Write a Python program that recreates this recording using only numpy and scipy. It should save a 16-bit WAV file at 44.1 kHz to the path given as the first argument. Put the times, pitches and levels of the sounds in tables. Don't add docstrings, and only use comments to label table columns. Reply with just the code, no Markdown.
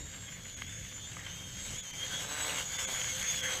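import sys
import numpy as np
from scipy import signal
from scipy.fft import rfft, irfft, next_fast_len
from scipy.io import wavfile
from scipy.ndimage import uniform_filter1d, map_coordinates

SR = 44100
rng = np.random.default_rng(int(sys.argv[2]) if len(sys.argv) > 2 else 0)


def makeup_ratio(level_db):
    decades = np.asarray(level_db, float) / 20
    return 10 ** decades


def store_pcm(level_fs):
    pcm = np.round(np.clip(level_fs, -1, 1) * 32767).astype(np.int16)
    wavfile.write(sys.argv[1], SR, np.atleast_2d(pcm).T)


N = 158760

# (time [s], tooth rate [Hz], whine level [dB], octave level [dB])
FAST_ROTOR = [(0,3740,-60,-54),(.24,3750,-67,-55),(.38,3450,-65,-54.5),(.54,3496,-63,-54),(.64,3190,-64,-57),(.7,3540,-56,-50.5),(.8,3497,-64,-57),(1.08,3563,-54.5,-53),(1.13,3840,-63,-57),(1.24,3762,-65,-60),(1.45,3638,-61,-75),(1.55,3710,-69,-56),(1.66,3860,-52,-46),(1.74,3880,-67,-62),(2.0,3556,-62,-84),(2.2,3787,-68,-68),(2.3,3930,-52,-48),(2.45,3895,-50,-38),(2.51,4075,-56,-47),(2.56,3760,-53,-48),(2.62,3766,-55,-55),(2.68,3680,-66,-64),(2.75,3523,-47,-48),(2.85,3490,-58,-45.5),(3.1,3479,-52,-48),(3.22,3444,-54.5,-50),(3.3,3512,-47,-50),(3.4,3392,-49,-54),(3.6,3273,-54,-53)]
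SLOW_ROTOR = [(0,3486,-69,-50.5),(.2,3490,-84,-64),(.28,3255,-57,-61),(.34,3330,-66,-68),(.6,3325,-63,-55),(.92,3270,-64,-54.5),(1.09,3278,-55,-56),(1.16,3250,-71,-78),(1.25,3163,-56,-58.5),(1.66,3268,-52,-50),(1.71,3020,-58,-64),(1.74,3105,-50,-51),(1.79,3460,-50.5,-46),(1.83,3390,-58,-55),(1.86,3113,-53,-56),(2.0,3195,-46.5,-51),(2.15,3320,-44,-53),(2.3,3488,-59,-58),(2.35,3650,-57,-64),(2.45,3586,-52,-65),(2.55,3478,-65,-78),(2.66,3382,-61,-47.5),(2.9,3362,-51,-48),(3.1,3338,-54,-42),(3.155,3125,-41,-47),(3.2,3390,-49,-44),(3.3,3244,-49.5,-39.5),(3.35,3490,-46,-44),(3.4,3320,-45,-49),(3.45,3196,-46,-43.5),(3.55,3270,-48,-50),(3.6,3165,-46,-53)]
# (time [s], blade passes [per s], buzz level [dB])
BUZZING_ROTOR = [(0, 134.5, -70), (.2, 134, -60), (.4, 133, -72), (1.2, 132, -70), (1.42, 140.6, -68),
                 (1.7, 140.5, -64), (1.9, 139, -58), (2.2, 142, -58), (2.32, 150, -48), (2.46, 151, -44.5),
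                 (2.6, 146, -49), (2.68, 135, -59), (2.88, 131, -48), (3.1, 120, -57.5), (3.35, 128, -70),
                 (3.5, 124, -50)]
# (speed ratio [1], wander of that ratio [1],
# whine over the hiss curve [dB], octave over the hiss curve [dB])
NEARBY_ROTORS = [(.94, .012, -16, -15)]
# (time [s], hiss [dB], low chop [dB], wash [dB])
AIR_LEVELS = [(0,-51.5,-64,-57.5),(.3,-50,-63.5,-57.5),(.64,-50.5,-65,-54.5),(.97,-49,-64.5,-58.5),(1.24,-49,-56.5,-52.5),(1.52,-47.5,-62,-58.5),(1.62,-44,-60,-54),(1.77,-43,-57,-50.5),(1.84,-49,-64,-55),(1.98,-43.5,-57,-50.5),(2.17,-40.5,-53,-50),(2.28,-43,-51,-48),(2.38,-39,-49.5,-46),(2.6,-38,-46,-43.5),(2.65,-44,-58,-52.5),(2.8,-37.5,-50.5,-45.5),(3.03,-38.5,-54,-45),(3.37,-39.5,-53,-47),(3.44,-37,-50.5,-40.5),(3.6,-39.5,-49.5,-48)]
# (frequency [Hz], density [dB per Hz])
HISS_SPECTRUM = [(1350,-31),(2300,-8.5),(2650,-7.5),(3200,-2),(3900,-9),(4280,-6),(5180,-11),(5880,-6),(6270,-0.5),(6570,3),(6900,-0.5),(7350,-15),(7650,-1.5),(8020,-4.5),(8680,-23),(9790,-13),(10600,-19.5),(11600,-15.5),(13100,-23),(14500,-15),(15000,-27)]
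CHOP_SPECTRUM = [(140, -36), (230, -10), (300, -3.5), (343, -11.5), (520, 2), (576, -1), (826, -1.5),
                 (1500, -3), (1950, -14), (3300, -120)]
PUFF_SPECTRUM = [(740, -18), (1250, -12.5), (1590, 0), (1920, -2), (2110, -0.5), (2550, -6.5), (2900, -1.5),
                 (3770, -33), (6380, -120)]
BUZZ_SPECTRUM = [(140, -39), (300, -2.5), (800, -0.5), (1300, 0), (2200, -8), (4000, -20.5)]
FAINT_MOMENTS = [.558, 1.819, 1.923, 2.778, 2.865, 3.421]
# (frequency [Hz], pitch unrest [Hz], level [dB])
HUM_TONES = [(107.3, 18, -65), (173.4, 9.9, -62.5), (517, 11.72, -69), (1554, 45.1, -67), (2040, 45, -65),
             (2200, 45, -64)]
# (frequency [Hz], density [dB per Hz])
RUMBLE_SPECTRUM = [(12, -18), (20, -5), (107, 2.5), (145, -0.5), (163, -7), (184, -5), (233, -9),
                   (313, -13.5), (348, -16.5), (520, -18), (700, -22.5), (910, -77), (1540, -120)]
# (time [s], level [dB])
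WIND_LEVELS = [(0.0, -45), (0.1, -51.5), (1.55, -50.5), (1.74, -47), (1.85, -60), (1.94, -51), (3.6, -51.5)]
# (frequency [Hz], level [dB], 60 dB decay time [s])
PLASTIC_MODES = [(1230, -9, .014), (1650, -6, .011), (2080, 0, .007), (2700, -14, .012), (3100, -9, .009)]
# (time [s], stroke level [dB])
STICK_CREAKS = [(.15, -39), (.285, -35), (.325, -37), (.46, -36), (.678, -34), (.852, -36), (.92, -37),
                (1.268, -33), (2.785, -29), (2.95, -32), (3.43, -29)]
# (time [s], level before tilt [dB], tilt [dB per octave])
SHARP_TICKS = [(0.6198, -18, 5), (1.168, -26.5, -6.5), (2.447, -19, -2), (2.583, -20, 6), (3.0151, -21, 20),
               (3.0434, -19.5, 13)]

TEETH, BLADES = 51.4, 2
JITTER_HZ, SIDEBAND_RAD = 3.5, 0.45
FLICKER_DB, RASP_DB = 3, 1.5
BEAT_DEPTH = 0.13 / 2
PULSE_SHARE, PULSE_SCATTER_DB = 0.12, 2.6
HUM_GROWTH = 1.3
CREAK_S, SLIPS_PER_S, SLIP_SCATTER_DB = 0.013, 400, 3


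def unit(x):
    return x / np.sqrt(np.mean(x ** 2) + 1e-20)


def curves(rows):
    times, *columns = np.transpose(rows)
    return [np.interp(np.arange(N) / SR, times, column) for column in columns]


def bells(centres, half_width_s):
    t = np.arange(N) / SR
    return [np.exp(-((t - centre) / half_width_s) ** 2) for centre in centres]


def wobble(rate):
    knots = rng.standard_normal(int(N * rate / SR) + 4)
    return map_coordinates(knots, [np.arange(N) * rate / SR])


def coloured(x, spectrum):
    size = next_fast_len(N + 8192)
    points_hz, points_db = np.transpose(spectrum)
    hz = np.fft.rfftfreq(size, 1 / SR)
    gain = makeup_ratio(np.interp(np.log(hz + 1), np.log(points_hz + 1), points_db))
    return unit(irfft(rfft(x, size) * gain, size)[:N])


def patchy(depth_db):
    bins = signal.stft(rng.standard_normal(N), nperseg=512)[2]
    patches = uniform_filter1d(rng.standard_normal(bins.shape), 6, 0)
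    patches = uniform_filter1d(patches, 12, 1)
    return signal.istft(bins * makeup_ratio(depth_db * unit(patches)), nperseg=512)[1][:N]


def tone(phase):
    return np.sqrt(2) * np.sin(phase)


def rotor(mesh_hz, whine_db, octave_db):
    turns = np.cumsum(mesh_hz) / SR / TEETH + rng.random()
    phase = 2 * np.pi * np.cumsum(mesh_hz + JITTER_HZ * wobble(120)) / SR
    phase = phase + SIDEBAND_RAD * np.sin(2 * np.pi * turns)
    whine = np.zeros(N)
    for harmonic, level_db in [(1, whine_db), (2, octave_db)]:
        unrest_db = FLICKER_DB * wobble(25.09) + RASP_DB * wobble(160)
        whine += makeup_ratio(level_db + unrest_db) * tone(harmonic * phase)
    return whine, turns


def four_rotors(hiss_db):
    slow = curves(SLOW_ROTOR)
    passes = curves(BUZZING_ROTOR)[0] + 1.1 * wobble(30)
    rotors = [rotor(*curves(FAST_ROTOR)), rotor(*slow)]
    rotors.append(rotor(passes * TEETH / BLADES, hiss_db - 17, hiss_db - 14))
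    for ratio, wander, whine_db, octave_db in NEARBY_ROTORS:
        mesh_hz = slow[0] * (ratio + wander * wobble(5.6))
        rotors.append(rotor(mesh_hz, hiss_db + whine_db, hiss_db + octave_db))
    return rotors


def blade_beat(rotors):
    swings = [np.cos(2 * np.pi * turns) + np.cos(2 * np.pi * BLADES * turns) for _, turns in rotors]
    return 1 + BEAT_DEPTH * sum(swings)


def blade_pulses(turns):
    clicks = np.zeros(N)
    passes = np.flatnonzero(np.diff(np.floor(BLADES * turns)))
    clicks[passes] = makeup_ratio(PULSE_SCATTER_DB * rng.standard_normal(len(passes)))
    return clicks - clicks.mean()


def blade_hiss(beat, level_db):
    return coloured(beat * patchy(1.92), HISS_SPECTRUM) * makeup_ratio(level_db - 1.5 + 0.36 * wobble(6.2))


def blade_chop(beat, turns, level_db):
    clicks = np.sqrt(PULSE_SHARE) * unit(blade_pulses(turns))
    noise = np.sqrt(1 - PULSE_SHARE) * unit(beat * patchy(0.46))
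    return coloured(clicks + noise, CHOP_SPECTRUM) * makeup_ratio(level_db - 1 + 1.25 * wobble(12))


def wash_puffs(beat, level_db):
    return coloured(beat * patchy(2.57), PUFF_SPECTRUM) * makeup_ratio(level_db + 0.5 + 1.5 * wobble(29.91))


def blade_buzz(turns):
    buzz_db = curves(BUZZING_ROTOR)[1]
    return coloured(blade_pulses(turns), BUZZ_SPECTRUM) * makeup_ratio(buzz_db)


def craft():
    hiss_db, chop_db, wash_db = curves(AIR_LEVELS)
    rotors = four_rotors(hiss_db)
    slow_turns, buzzing_turns = rotors[1][1], rotors[2][1]
    beat = blade_beat(rotors)
    shake_db = 0.92 * wobble(35.17)
    noise = blade_hiss(beat, hiss_db + shake_db)
    noise = noise + blade_chop(beat, slow_turns, chop_db + shake_db)
    noise = noise + wash_puffs(beat, wash_db + shake_db)
    noise = noise + blade_buzz(buzzing_turns)
    return sum(whine for whine, _ in rotors), noise


def hums():
    wash_db = curves(AIR_LEVELS)[2]
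    swell_db = HUM_GROWTH * (wash_db - wash_db.mean())
    out = np.zeros(N)
    for hz, unrest_hz, level_db in HUM_TONES:
        level_db = level_db + (hz > 300) * swell_db + 4.75 * wobble(20.987)
        phase = 2 * np.pi * np.cumsum(hz + unrest_hz * wobble(60)) / SR
        out += makeup_ratio(level_db) * tone(phase)
    return out


def wind():
    level_db, = curves(WIND_LEVELS)
    return coloured(patchy(0.77), RUMBLE_SPECTRUM) * makeup_ratio(level_db)


def short_ring(tilt_db):
    t = np.arange(SR // 20) / SR
    modes = np.zeros(len(t))
    for hz, level_db, t60 in PLASTIC_MODES:
        decay_db = level_db + tilt_db * np.log2(hz / 2000) - 60 * t / t60
        modes += makeup_ratio(decay_db) * np.sin(2 * np.pi * hz * t)
    return modes * (1 - np.exp(-t / 0.00078))


def creaks():
    centres, levels_db = np.transpose(STICK_CREAKS)
    stroke = sum(makeup_ratio(db) * bell for db, bell in zip(levels_db, bells(centres, CREAK_S)))
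    slips = (rng.random(N) < SLIPS_PER_S / SR) * makeup_ratio(SLIP_SCATTER_DB * rng.standard_normal(N))
    return signal.fftconvolve(stroke * slips, short_ring(9))[:N]


def faint_moments():
    return makeup_ratio(-15 * sum(bells(FAINT_MOMENTS, 0.0073)))


def ticks():
    out = np.zeros(N)
    for start, level_db, tilt_db in SHARP_TICKS:
        out[round(start * SR):][:SR // 20] += makeup_ratio(level_db) * short_ring(tilt_db)
    return out


def scene():
    whines, noise = craft()
    heard_noise = faint_moments() * noise
    return (whines + heard_noise + hums() + wind() + creaks() + ticks())[None]


def roll_off(x):
    return signal.sosfilt(signal.butter(12, 16080, fs=SR, output="sos"), x)


def record(dry):
    size = next_fast_len(N + 8192)
    hz = np.fft.rfftfreq(size, 1 / SR)
    mix = irfft(rfft(dry, size) / (1 + (hz / 15300) ** 90), size)[:, :N]
    return roll_off(mix)


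dry = scene()
out = record(dry)
store_pcm(out)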